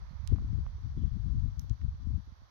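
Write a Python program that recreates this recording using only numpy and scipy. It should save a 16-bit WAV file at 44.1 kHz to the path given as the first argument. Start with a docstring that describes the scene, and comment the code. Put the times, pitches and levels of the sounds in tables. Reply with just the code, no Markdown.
"""An open mountainside. Wind gusts hit the two ports (sound openings) of a hand-held microphone,
mostly the left one, and make it rumble and thump. Three sharp clicks, some faint ticks, a few dull
knocks and a tiny crackle, probably from handling the casing, sound close to the right port.
Far away, a few small birds chirp faintly over the soft rush of the forest below and a steady hiss."""
import sys
import numpy as np
from scipy import signal
from scipy.fft import rfft, irfft
from scipy.io import wavfile
from scipy.ndimage import uniform_filter1d

SR = 44100
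rng = np.random.default_rng(int(sys.argv[2]) if len(sys.argv) > 2 else 0)


def transcribe(signal):
    """Save signal, clipped to [-1, 1], as a 16-bit WAV file at the path in sys.argv[1]."""
    frames = np.atleast_2d(signal).T
    limited = np.clip(frames, -1, 1)
    pcm = np.round(limited * 32767).astype(np.int16)
    wavfile.write(sys.argv[1], SR, pcm)


N = 110250   # 2.5 seconds


def wind():
    """Gusts make each port rumble on its own; small swirls of air add a flutter on the left."""
    # How strong the rumble at each port and the flutter are over time: time_s, level_db
    left_gusts = [(0, -47.5), (.03, -37), (.11, -59.5), (.15, -51), (.185, -58), (.26, -64), (.305, -20),
                  (.335, -19.5), (.39, -35), (.53, -27), (.61, -28), (.7, -53.5), (.74, -41), (.79, -44),
                  (.86, -32), (.93, -36.5), (1.01, -33), (1.05, -21.5), (1.08, -20), (1.102, -49.5),
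                  (1.125, -20.5), (1.155, -34), (1.22, -30.5), (1.31, -26.5), (1.46, -26.5), (1.55, -40),
                  (1.59, -31.5), (1.63, -32.5), (1.665, -41.5), (1.72, -23), (1.78, -50.5), (1.85, -22),
                  (1.97, -47), (2.07, -29), (2.18, -26.5), (2.22, -46.5), (2.33, -54.5), (2.36, -66),
                  (2.42, -53.5), (2.47, -66), (2.5, -69)]
    right_gusts = [(0, -49), (.24, -33), (0.329, -39), (.37, -51), (0.409, -32.5), (0.462, -37), (.51, -44),
                   (.6, -47.5), (.66, -30), (.71, -38.5), (.78, -37), (.83, -51.5), (.95, -37.5),
                   (1.13, -51.5), (1.21, -57), (1.33, -52), (1.37, -31.5), (1.44, -59), (1.49, -44),
                   (1.77, -54.5), (1.84, -42.5), (1.89, -46), (1.94, -32.5), (2.06, -69.5), (2.13, -37.5),
                   (2.2, -70), (2.29, -43), (2.32, -41.5), (2.36, -61), (2.42, -47), (2.47, -60),
                   (2.5, -69)]
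    flutter_levels = [(0, -64), (.03, -75), (.07, -88), (.26, -92), (.32, -30.5), (.38, -39), (.47, -48.5),
                      (.59, -38), (.63, -74), (.7, -77), (.8, -71), (.86, -38.5), (.93, -79), (.97, -35.5),
                      (1.06, -36), (1.1, -66), (1.17, -28.5), (1.22, -94), (1.26, -37.5), (1.37, -38.5),
                      (1.41, -53.5), (1.45, -31.5), (1.54, -68), (1.59, -42.5), (1.67, -63), (1.715, -35),
                      (1.76, -82), (1.82, -47.5), (1.85, -36.5), (1.9, -78), (1.96, -78), (2.01, -46.5),
                      (2.06, -50), (2.085, -64), (2.11, -48), (2.19, -42.5), (2.24, -96), (2.5, -80)]
    # How strong their low and high pitches are: pitch_hz, level_db
    left_tone = [(15, -27.5), (30, -8.5), (50, -2), (68, -1.5), (95, -5), (130, -11.5), (190, -30),
                 (280, -42.5), (450, -63.5), (900, -100.5)]
    right_tone = [(15, -28), (30, -5.5), (50, -4), (68, 1.5), (92, -7.5), (120, -15.5), (190, -29),
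                  (280, -51.5), (450, -59.5), (900, -98)]
    swirl_tone = [(50, -28), (100, 5.5), (160, 3), (230, -2.5), (320, -15), (450, -37.5), (650, -53),
                  (1100, -87)]
    left = level(left_gusts) * evened(noise(left_tone), share=1)
    right = level(right_gusts) * evened(noise(right_tone), share=1)
    swirls = evened(noise(swirl_tone), share=0.41)
    flicker = from_db(drift(rate_hz=56))   # about 1 dB up and down
    flutter = level(flutter_levels) * rms_one(swirls * flicker)
    return np.array([left + flutter, right])


def puffs():
    """Each puff of air pushes once on a port; a bigger swirl makes a rounder, duller thump."""
    # Single puffs: start_s, port (left or right), level_db, top_hz
    air_puffs = [(0.107, "right", 12, 158), (.13, "right", 3, 207), (.228, "right", 5, 186),
                 (0.323, "left", 11.5, 393), (0.345, "left", 3.5, 388), (0.406, "right", 7, 183),
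                 (0.421, "left", -0.5, 361), (.443, "right", 10, 263), (0.527, "left", 13, 242),
                 (0.587, "left", 2.5, 331), (0.664, "right", 0.5, 188), (0.782, "right", -14.5, 473),
                 (0.974, "left", 7, 339), (1.035, "left", 1.5, 408), (1.071, "left", 8, 190),
                 (1.177, "left", -3.5, 320), (1.258, "left", 15.5, 212), (1.295, "left", 5, 268),
                 (1.344, "left", 0, 284), (1.362, "right", 4, 245), (1.452, "left", 11, 227),
                 (1.644, "right", -14, 472), (1.706, "left", 9.5, 261), (1.817, "right", -6.5, 275),
                 (1.939, "right", -9.5, 190), (2.069, "left", 15.5, 226), (2.103, "left", 9, 242),
                 (2.177, "left", 11, 215), (2.274, "right", -8, 310), (2.319, "right", -3, 230),
                 (2.417, "right", -9, 270)]
    pushes = np.zeros((2, N))
    for start_s, port, level_db, top_hz in air_puffs:
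        side = int(port == "right")
        pushes[side] -= butter(impulses(start_s, level_db), top_hz, "low", order=6)
    return butter(pushes, hz=75, kind="high", order=2)


def clicks():
    """A hard tap snaps and makes the casing ring at two pitches for under a millisecond."""
    # Hard taps: start_s, snap_db, top_hz, ring_db, overtone_db
    taps = [(.2754, -14.5, 11100, -42, -34), (1.397, -31, 4500, -63, -79), (1.595, -29, 13800, -11.5, -28),
            (1.618, -47, 13900, -52, -45), (1.6971, -28, 5890, -22, -43)]
    # The casing's ring and its higher overtone: pitch_hz, width_hz
    casing_rings = [(6050, 1430), (11900, 5900)]
    contacts = sum(butter(impulses(start_s, snap_db), top_hz, "low", order=4)
                   for start_s, snap_db, top_hz, _, _ in taps)
    sound = butter(contacts, hz=[2570, 6850], kind="band", order=1)
    starts_s, _, _, ring_db, overtone_db = np.transpose(taps)
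    for (pitch_hz, width_hz), level_db in zip(casing_rings, [ring_db, overtone_db]):
        ring = resonance(impulses(starts_s, level_db), pitch_hz, width_hz)
        sound -= resonance(ring, pitch_hz, width_hz)   # a second pass softens the ring's start
    return to_the_right(sound, left_db=-35)


def click_tails(click_sound):
    """A faint hiss lingers after each click."""
    # Tone of that hiss: pitch_hz, level_db
    tail_tone = [(1000, -6), (3000, -1.5), (6000, -10.5), (8000, -21), (10000, -10.5), (12000, -4.5),
                 (15500, 3)]
    left, right = (scattered(click_sound, tail_tone, fade_s=0.32) for _ in range(2))
    return from_db(-5.5) * np.array([from_db(-12) * left, right])


def knocks():
    """Soft bumps stir the low rings of the casing, which die out almost at once."""
    # Soft bumps: start_s, left_db, right_db, top_hz
    bumps = [(0.3606, -39, -15, 1800), (.385, -43, -10.5, 1440), (0.6651, -19, -11.5, 1700),
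             (1.948, -50, -26.5, 2500)]
    # The rings they stir: pitch_hz, width_hz, level_db
    casing_rings = [(670, 340, -5), (1053, 320, -1.5), (3090, 3000, -6.5)]
    pushes = np.zeros((2, N))
    for start_s, left_db, right_db, top_hz in bumps:
        push = butter(impulses(start_s, 0), top_hz, "low", order=3)
        pushes += from_db([[left_db], [right_db]]) * push
    return -sum(from_db(level_db) * resonance(pushes, pitch_hz, width_hz)
                for pitch_hz, width_hz, level_db in casing_rings)


def crackle():
    """The grip slides on the casing in a few tiny, uneven slips, too soft to snap."""
    # The one short slide: start_s, length_s, level_db
    slide = (1.8131, .0042, -31)
    start_s, length_s, level_db = slide
    slips_per_s = 2000
    count = int(length_s * slips_per_s)
    times_s = start_s + length_s * (np.arange(count) + rng.random(count)) / count
    slips = impulses(times_s, level_db) * rng.choice([-1, 1], N)
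    soft_slips = butter(slips, hz=5800, kind="low", order=8)
    sound = butter(soft_slips, hz=[900, 1800], kind="band", order=1)
    return to_the_right(sound, left_db=-27)


def birds():
    """Far birds sing thin, wavering tones that rise a little, swell and fade, blurred by the trees."""
    # Chirps: start_s, length_s, start_hz, end_hz, waver_hz, level_db
    chirps = [(.088, .028, 4230, 4290, 30, -70), (.96, .045, 3260, 3380, 120, -77),
              (1.0, .045, 3100, 3220, 170, -76), (1.045, .065, 3240, 3300, 190, -78.5)]
    t, song = np.arange(N) / SR, np.zeros(N)
    for start_s, length_s, start_hz, end_hz, waver_hz, level_db in chirps:
        progress = np.clip((t - start_s) / length_s, 0, 1)
        pitch_hz = start_hz + (end_hz - start_hz) * progress + waver_hz * drift(rate_hz=200)
        whistle = np.sqrt(2) * np.sin(2 * np.pi * np.cumsum(pitch_hz) / SR)
        swell = np.sin(np.pi * progress)
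        song += from_db(level_db) * swell * whistle
    flat_tone = [(1, 0), (SR, 0)]   # the trees scatter all pitches alike
    left, right = (song + from_db(-2) * scattered(song, flat_tone, fade_s=0.35) for _ in range(2))
    return np.array([from_db(-1.5) * left, right])


def forest():
    """The far forest rushes smoothly, fading on the right as the microphone turns."""
    # Tone of the rush on each side: pitch_hz, level_db
    left_tone = [(100, -14), (400, -8), (620, -6.5), (820, 1), (1100, 2.5), (1400, 1), (1750, -4),
                 (2200, -9), (2700, -24.5), (6000, -56.5)]
    right_tone = [(100, -5), (400, -3.5), (620, -0.5), (800, -1.5), (1000, 4), (1350, -2), (1750, -4),
                  (2200, -7.5), (2700, -14.5), (6000, -47)]
    # Strength of the rush on the right: time_s, level_db
    right_levels = [(0, -61), (.6, -64), (.9, -66), (1.5, -67.5), (1.9, -69), (2.5, -67.5)]
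    share, delay_s = 0.066, 0.00025   # this share of the right's power is the left's rush, a bit later
    t = np.arange(N) / SR
    left = noise(left_tone)
    delayed = np.interp(t - delay_s, t, left)
    right = np.sqrt(share) * delayed + np.sqrt(1 - share) * noise(right_tone)
    return np.array([from_db(-69.5) * left, level(right_levels) * right])


def hiss():
    """A steady high hiss, stronger on the right."""
    # Tone of the hiss on each side: pitch_hz, level_db
    left_tone = [(1000, -16), (2600, -1.5), (3500, 6), (4100, 3.5), (4800, 10.5), (5300, -13), (6600, 1.5),
                 (7800, -22), (10000, -15), (12500, -10.5), (16000, -17.5)]
    right_tone = [(1000, -9), (2600, -7), (3300, 3), (4750, 3.5), (5250, -1), (5800, 4), (6400, -4.5),
                  (7400, -23.5), (9000, -25.5), (11500, -15), (13500, -20), (16000, -22.5)]
    # Strength of the hiss on the right: time_s, level_db
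    right_levels = [(0, -69), (1.2, -69.5), (2.5, -71)]
    return np.array([from_db(-81.5) * noise(left_tone), level(right_levels) * noise(right_tone)])


def from_db(db):
    """Turn decibels into a number to multiply a sound by."""
    return 10 ** (np.asarray(db) / 20)


def rms_one(x):
    """Scale a sound so that its average strength (rms) is 1."""
    return x / np.sqrt(np.mean(x ** 2) + 1e-20)


def level(curve):
    """A volume that glides through rows of time_s, level_db."""
    return from_db(np.interp(np.arange(N) / SR, *np.transpose(curve)))


def noise(tone):
    """Noise of strength 1, shaped by rows of pitch_hz, level_db."""
    pitch_hz, level_db = np.transpose(tone)
    all_hz = np.maximum(np.fft.rfftfreq(N, 1 / SR), 1)
    gains = from_db(np.interp(np.log(all_hz), np.log(pitch_hz), level_db))
    return rms_one(irfft(rfft(rng.standard_normal(N)) * gains, N))


def drift(rate_hz):
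    """A random wander of about 1 either way; a higher rate wanders faster."""
    return rms_one(butter(rng.standard_normal(N + SR), rate_hz, "low", order=2)[SR:])


def evened(x, share, span_s=0.06):
    """Smooth away a share (0 to 1) of the slow swings in a noise's loudness."""
    power = np.abs(signal.hilbert(x)) ** 2
    for window_s in (span_s, span_s / 2):
        power = uniform_filter1d(power, int(window_s * SR))
    return rms_one(x / power ** (share / 2))


def butter(x, hz, kind, order):
    """Keep the low pitches, the high ones or a band; a higher order cuts more steeply."""
    return signal.sosfilt(signal.butter(order, hz, kind, fs=SR, output="sos"), x + 1e-18)


def resonance(x, pitch_hz, width_hz):
    """Ring at one pitch; the wider the ring, the sooner it dies."""
    decay = np.exp(-np.pi * width_hz / SR)
    feed = np.array([1, 0, -1]) * (1 - decay ** 2) / 2
    feedback = [1, -2 * decay * np.cos(2 * np.pi * pitch_hz / SR), decay ** 2]
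    return signal.lfilter(feed, feedback, x + 1e-18)


def impulses(times_s, level_db):
    """One sharp spike at each given time."""
    spikes = np.zeros(N)
    spikes[np.round(times_s * SR).astype(int)] = from_db(level_db)
    return spikes


def scattered(x, tone, fade_s):
    """A blurred echo of a sound that falls by 60 dB in fade_s."""
    echo = noise(tone) * from_db(-60 * np.arange(N) / SR / fade_s)
    return signal.fftconvolve(x, echo / np.sqrt(np.sum(echo ** 2)))[:N]


def to_the_right(x, left_db):
    """Place a sound on the right by turning its left side down."""
    return np.array([from_db(left_db) * x, x])


def scene():
    """Wind and handling sounds up close, over the far background."""
    snaps = clicks()
    return (wind() + puffs() + knocks() + forest() + hiss() + birds()
            + snaps + click_tails(snaps[1]) + crackle())


def record(dry):
    """The very highest pitches are cut off steeply."""
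    top_hz = 15900
    return signal.sosfilt(signal.ellip(10, .1, 80, top_hz, fs=SR, output="sos"), dry)


dry = scene()
out = record(dry)
transcribe(out)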